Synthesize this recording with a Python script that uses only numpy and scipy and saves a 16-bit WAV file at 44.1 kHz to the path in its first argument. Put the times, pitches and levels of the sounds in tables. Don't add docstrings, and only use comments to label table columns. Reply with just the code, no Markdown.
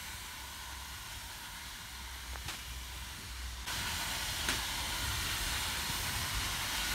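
import sys
import numpy as np
from scipy import signal
from scipy.fft import rfft, irfft
from scipy.io import wavfile
from scipy.ndimage import uniform_filter1d

SR = 44100
rng = np.random.default_rng(int(sys.argv[2]) if len(sys.argv) > 2 else 0)


def dump_mix(stems):
    frames = np.atleast_2d(stems).T
    limited = np.clip(frames, -1, 1)
    pcm = np.round(limited * 32767).astype(np.int16)
    wavfile.write(sys.argv[1], SR, pcm)


N = 306033
DROP_S, LIFT_DB = 3.6572, 9.5


def lift(t):
    return LIFT_DB * (t >= DROP_S)


def gain_of(db):
    return 10 ** (np.asarray(db) / 20)


def unit_rms(x):
    return x / np.sqrt(np.mean(x ** 2) + 1e-20)


def spectrum_at(points, hz):
    f, value = np.transpose(points)
    return np.interp(np.log(hz + 1), np.log(f + 1), value)


def follow(rows, t):
    times, *columns = np.transpose(rows)
    return [np.interp(t, times, column) for column in columns]


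def add(mix, start_s, sound):
    part = mix[round(start_s * SR):][:len(sound)]
    part += sound[:len(part)]


def bump(x, centre, width):
    return np.exp(-.5 * ((x - centre) / (width / 2)) ** 2)


def frame_grid(size):
    return np.fft.rfftfreq(size, 1 / SR)[:, None], np.arange(4 * N // size + 5) * size / 4 / SR


def noise(field_db, size):
    real, imag = rng.standard_normal(field_db.shape[::-1] + (2,)).T
    spectrum = (real + 1j * imag) * gain_of(field_db)
    return signal.istft(spectrum, nperseg=size, noverlap=3 * size // 4)[1][:N]


def drift(shape, bins, frames):
    white = rng.standard_normal(shape[::-1]).T
    return unit_rms(uniform_filter1d(uniform_filter1d(white, bins, axis=0), frames, axis=1))


def band_db(spectrum_db, hz, low_hz, high_hz):
    inside = (hz[:, 0] > low_hz) & (hz[:, 0] < high_hz)
    return 10 * np.log10((gain_of(spectrum_db[inside]) ** 2).sum() * 2 / 3)


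# f/Hz, relative level/dB
TRAFFIC_SPECTRUM = [(18, -30), (30, 3), (53, 4), (73, -4), (162, -19.5), (231, -19), (359, -21.5),
                    (450, -24), (580, -54), (990, -120)]


def traffic(level_db=-56.5):
    hz, t = frame_grid(size=2048)
    steady_db = np.tile(spectrum_at(TRAFFIC_SPECTRUM, hz), len(t))
    return gain_of(level_db) * unit_rms(noise(steady_db, size=2048))


# t/s, length/s, level/dB, f/Hz, rise/share of length
HUM_SWELLS = [(.24, 1, -53, 65.2, .3), (1.578, 0.16, -54, 61.5, .3), (1.8, 0.52, -48.5, 63.3, 0.58),
              (2.24, 0.23, -45.5, 62.7, 0.17), (2.495, 0.71, -45.5, 61.3, 0.38),
              (3.22, 0.47, -44, 61.2, 0.18)]


def hum(fall_share=.4, drone_hz=102, drone_db=-65):
    t = np.arange(round(DROP_S * SR)) / SR
    swells = np.zeros(len(t))
    for start, length, db, hz, rise_share in HUM_SWELLS:
        ramps = np.minimum((t - start) / rise_share, (start + length - t) / fall_share)
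        swells += gain_of(db) * np.clip(ramps / length, 0, 1) * np.sin(2 * np.pi * hz * t)
    slow_noise = uniform_filter1d(uniform_filter1d(rng.standard_normal(len(t)), 2500), 2500)
    waver = 1 + .12 * unit_rms(slow_noise)
    drone = gain_of(drone_db) * np.sin(2 * np.pi * drone_hz * t)
    return np.sqrt(2) * (swells * waver + drone)


# t/s, strength/dB
WIND_STRENGTH = [(0, 4), (.35, -4.5), (1.2, 1), (1.7, -4.5), (2.2, -0.5), (3.65, 0.5), (3.9, -0.5),
                 (4.55, -1.5), (5.2, 3.5), (5.6, 4), (5.8, -2), (6.15, 5), (6.5, 4.5), (6.65, -4),
                 (6.94, 4)]
# f/Hz, relative level/dB
WIND_SPECTRUM = [(20, -40), (30, -16), (42, 7), (60, 5), (90, -2.5), (130, -7.5), (200, -12), (300, -15),
                 (400, -18.5), (550, -33), (800, -38)]
# level/dB before the lift, response/dB per dB of strength
WIND_BANDS = [(-59.5, 1.3), (-60.5, 1.04), (-65, .2)]
# t/s, boost/dB
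LOW_SWELLS = [(2.5, 10), (3.0, 3), (3.22, 8), (4.52, 13), (5.9, 3)]


def wind(swell_s=.09):
    hz, t = frame_grid(size=2048)
    strength_db, = follow(WIND_STRENGTH, t)
    colour_db = spectrum_at(WIND_SPECTRUM, hz)
    boom_db, rumble_db, upper_db = (db + response * strength_db + lift(t) for db, response in WIND_BANDS)
    upper_db += sum(db * bump(t, at_s, swell_s) for at_s, db in LOW_SWELLS)
    boom_db -= band_db(colour_db, hz, 33, 52)
    rumble_db -= band_db(colour_db, hz, 72, 130)
    upper_db -= band_db(colour_db, hz, 140, 420)
    deep, high = np.clip((85 - hz) / 40, 0, 1), np.clip((hz - 110) / 60, 0, 1)
    level_db = deep * boom_db + (1 - deep - high) * rumble_db + high * upper_db
    flutter_db = 1.5 * drift((len(hz), len(t)), bins=4, frames=7)
    return noise(colour_db + level_db + flutter_db, size=2048)


# t/s, level/dB, f/Hz
MIC_THUMPS = [(.015, -39, 54), (.13, -41, 56.5), (2.451, -31.5, 73), (2.672, -45, 75), (2.745, -48, 61.5),
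              (3.181, -38, 88.8), (3.26, -47, 62), (3.785, -38, 54), (4.755, -34, 62), (5.037, -39, 105),
              (5.413, -44, 61.9), (5.89, -27.5, 97.6), (6.19, -30, 51), (6.36, -44, 70.0), (6.48, -35, 51)]
# t/s, level/dB, f/Hz
NEAR_TICKS = [(2.332, -40, 590), (2.3571, -23.5, 1310)]


def knock(db, hz, cycles):
    turns = np.arange(round(2 * cycles * SR / hz)) * hz / SR - cycles
    window = np.exp(-(turns / (.29 * cycles)) ** 2)
    return gain_of(db) * window * np.cos(2 * np.pi * turns)


# t/s, level/dB, rise/s, scrape t60/s, relative ring level/dB
NEAR_CLANKS = [(2.479, -31, 0.0055, 0.36, -17), (2.503, -42, 0.0026, 0.13, -10),
               (2.541, -43, .003, 0.065, -10), (4.4837, -25, 0.0043, 0.047, -3),
               (4.4908, -26, 0.0028, 0.34, -13), (4.536, -40, 0.0027, 0.066, -3)]
# f/Hz, relative level/dB, t60/s
METAL_MODES = [(257, -22, 0.046), (344, -4.5, 0.097), (1520, -4, 0.032), (1785, 9, 0.017), (3570, 0, .03),
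               (6410, -2, 0.058), (9550, -3, 0.038), (13800, -14, .04)]
# f/Hz, relative level/dB
SCRAPE_SPECTRUM = [(300, -21), (800, -4.5), (1600, -3.5), (3500, -3.5), (5000, -8), (7000, -10),
                   (10000, -15), (15000, -27)]


def clank(db, rise_s, scrape_t60, ring_db):
    t = np.arange(SR // 4) / SR
    grit = rng.standard_normal(len(t)) * gain_of(4.6 * np.minimum(rng.exponential(1, len(t)), 3))
    colour = gain_of(spectrum_at(SCRAPE_SPECTRUM, np.fft.rfftfreq(len(t), 1 / SR)))
    scrape = unit_rms(irfft(rfft(grit) * colour, len(t)))
    attack = np.minimum(t / rise_s, 1)
    decay = gain_of(-60 * np.maximum(t - rise_s, 0) / scrape_t60)
    blows = (rng.random(len(t)) < .04) * t * np.exp(-2 * t / rise_s)
    blows /= np.linalg.norm(blows) + 1e-12
    modes = sum(gain_of(mode_db - 60 * t / t60) * np.sin(2 * np.pi * hz * t)
                for hz, mode_db, t60 in METAL_MODES)
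    ring = signal.fftconvolve(blows, modes)[:len(t)]
    return gain_of(db) * attack * (scrape * decay / 2 + gain_of(ring_db) * ring)


# f/Hz, relative level/dB
JET_SPECTRUM = [(200, -9), (500, -10), (800, -8.5), (1700, -4), (3500, -4.5), (4500, -6.5), (6500, -9.5),
                (9500, -11.5), (12000, -15.5), (14300, -17), (15000, -22.5), (16000, -22)]
# f/Hz, width/Hz, boost/dB
PIPE_TONES = [(959, 193, 8), (1465, 145, 4.5), (2090, 210, 1), (2900, 400, 2), (3240, 170, 1.5),
              (3690, 360, 1.5), (4170, 240, 2), (5320, 250, 0), (6070, 300, 0.8)]
# f/Hz, width/Hz, gain/dB
BOUNCE_DIPS = [(460, 127, -7), (815, 72, -2), (1170, 79, -1), (1324, 58, -2.5), (2627, 230, -3.5),
               (4930, 250, -2), (7680, 450, -2.5), (10460, 710, -4)]
# t/s, level/dB before the lift, extra treble/dB, factor on tones and dips below 1700 Hz
JET_COURSE = [(0, -49, 4, 1.07), (.6, -49.5, 2, 1.62), (1.3, -49, 2.5, 1.3), (2, -50, 0.5, 1.3),
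              (2.5, -49.5, 2, 0.67), (3.1, -49.5, 1, 0.95), (3.6, -49.5, -2, .85), (4.2, -50, 1, 1.14),
              (4.8, -50.5, -0.5, 1.13), (5.4, -49.2, 1.5, 0.98), (5.88, -50, 1.2, 0.77),
              (5.94, -49.2, 3, .9), (6.2, -49.5, 1, .85), (6.5, -49.5, -1, 1), (6.94, -48.5, 1, 0.9)]


def steam():
    hz, t = frame_grid(size=1024)
    shape = (len(hz), len(t))
    _, treble_db, low_depth = follow(JET_COURSE, t)
    jet_db = spectrum_at(JET_SPECTRUM, hz)
    contour_db = sum(db * bump(hz, centre, width) for centre, width, db in PIPE_TONES + BOUNCE_DIPS)
    colour_db = jet_db + contour_db * np.where(hz < 1700, low_depth, 1)
    brightness_db = np.clip((hz - 5000) / 7000, 0, 1) * treble_db
    air_db = .41 * drift(shape, bins=260, frames=9) + .56 * drift(shape, bins=14, frames=25)
    ripples_db = 2.1 * drift(shape, bins=1, frames=70)
    hiss = noise(colour_db + brightness_db + air_db + ripples_db, size=1024)
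    sample_t = np.arange(N) / SR
    level_db = follow(JET_COURSE, sample_t)[0] + lift(sample_t)
    return gain_of(level_db - band_db(jet_db + contour_db, hz, 1200, 5000)) * hiss


def scene():
    mix = steam() + wind() + traffic()
    add(mix, 0, hum())
    for start, db, hz in MIC_THUMPS:
        add(mix, start, -knock(db, hz, cycles=.8))
    for start, db, hz in NEAR_TICKS:
        add(mix, start, knock(db, hz, cycles=1.4))
    for start, *blow in NEAR_CLANKS:
        add(mix, start, clank(*blow))
    return np.array([mix, mix])


def record(dry, low_cut_hz=38.8, high_cut_hz=15760, fall_s=.002, return_s=.022):
    heard = signal.sosfilt(signal.butter(8, low_cut_hz, "high", fs=SR, output="sos"), dry)
    since_drop = np.arange(N) / SR - DROP_S
    dip = np.clip(np.maximum(-since_drop / fall_s, since_drop / return_s), .08, 1)
    high_cut = signal.firwin(1535, high_cut_hz, window=("kaiser", 9), fs=SR)
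    return signal.oaconvolve(heard * dip, high_cut[None], "same")


dry = scene()
out = record(dry)
dump_mix(out)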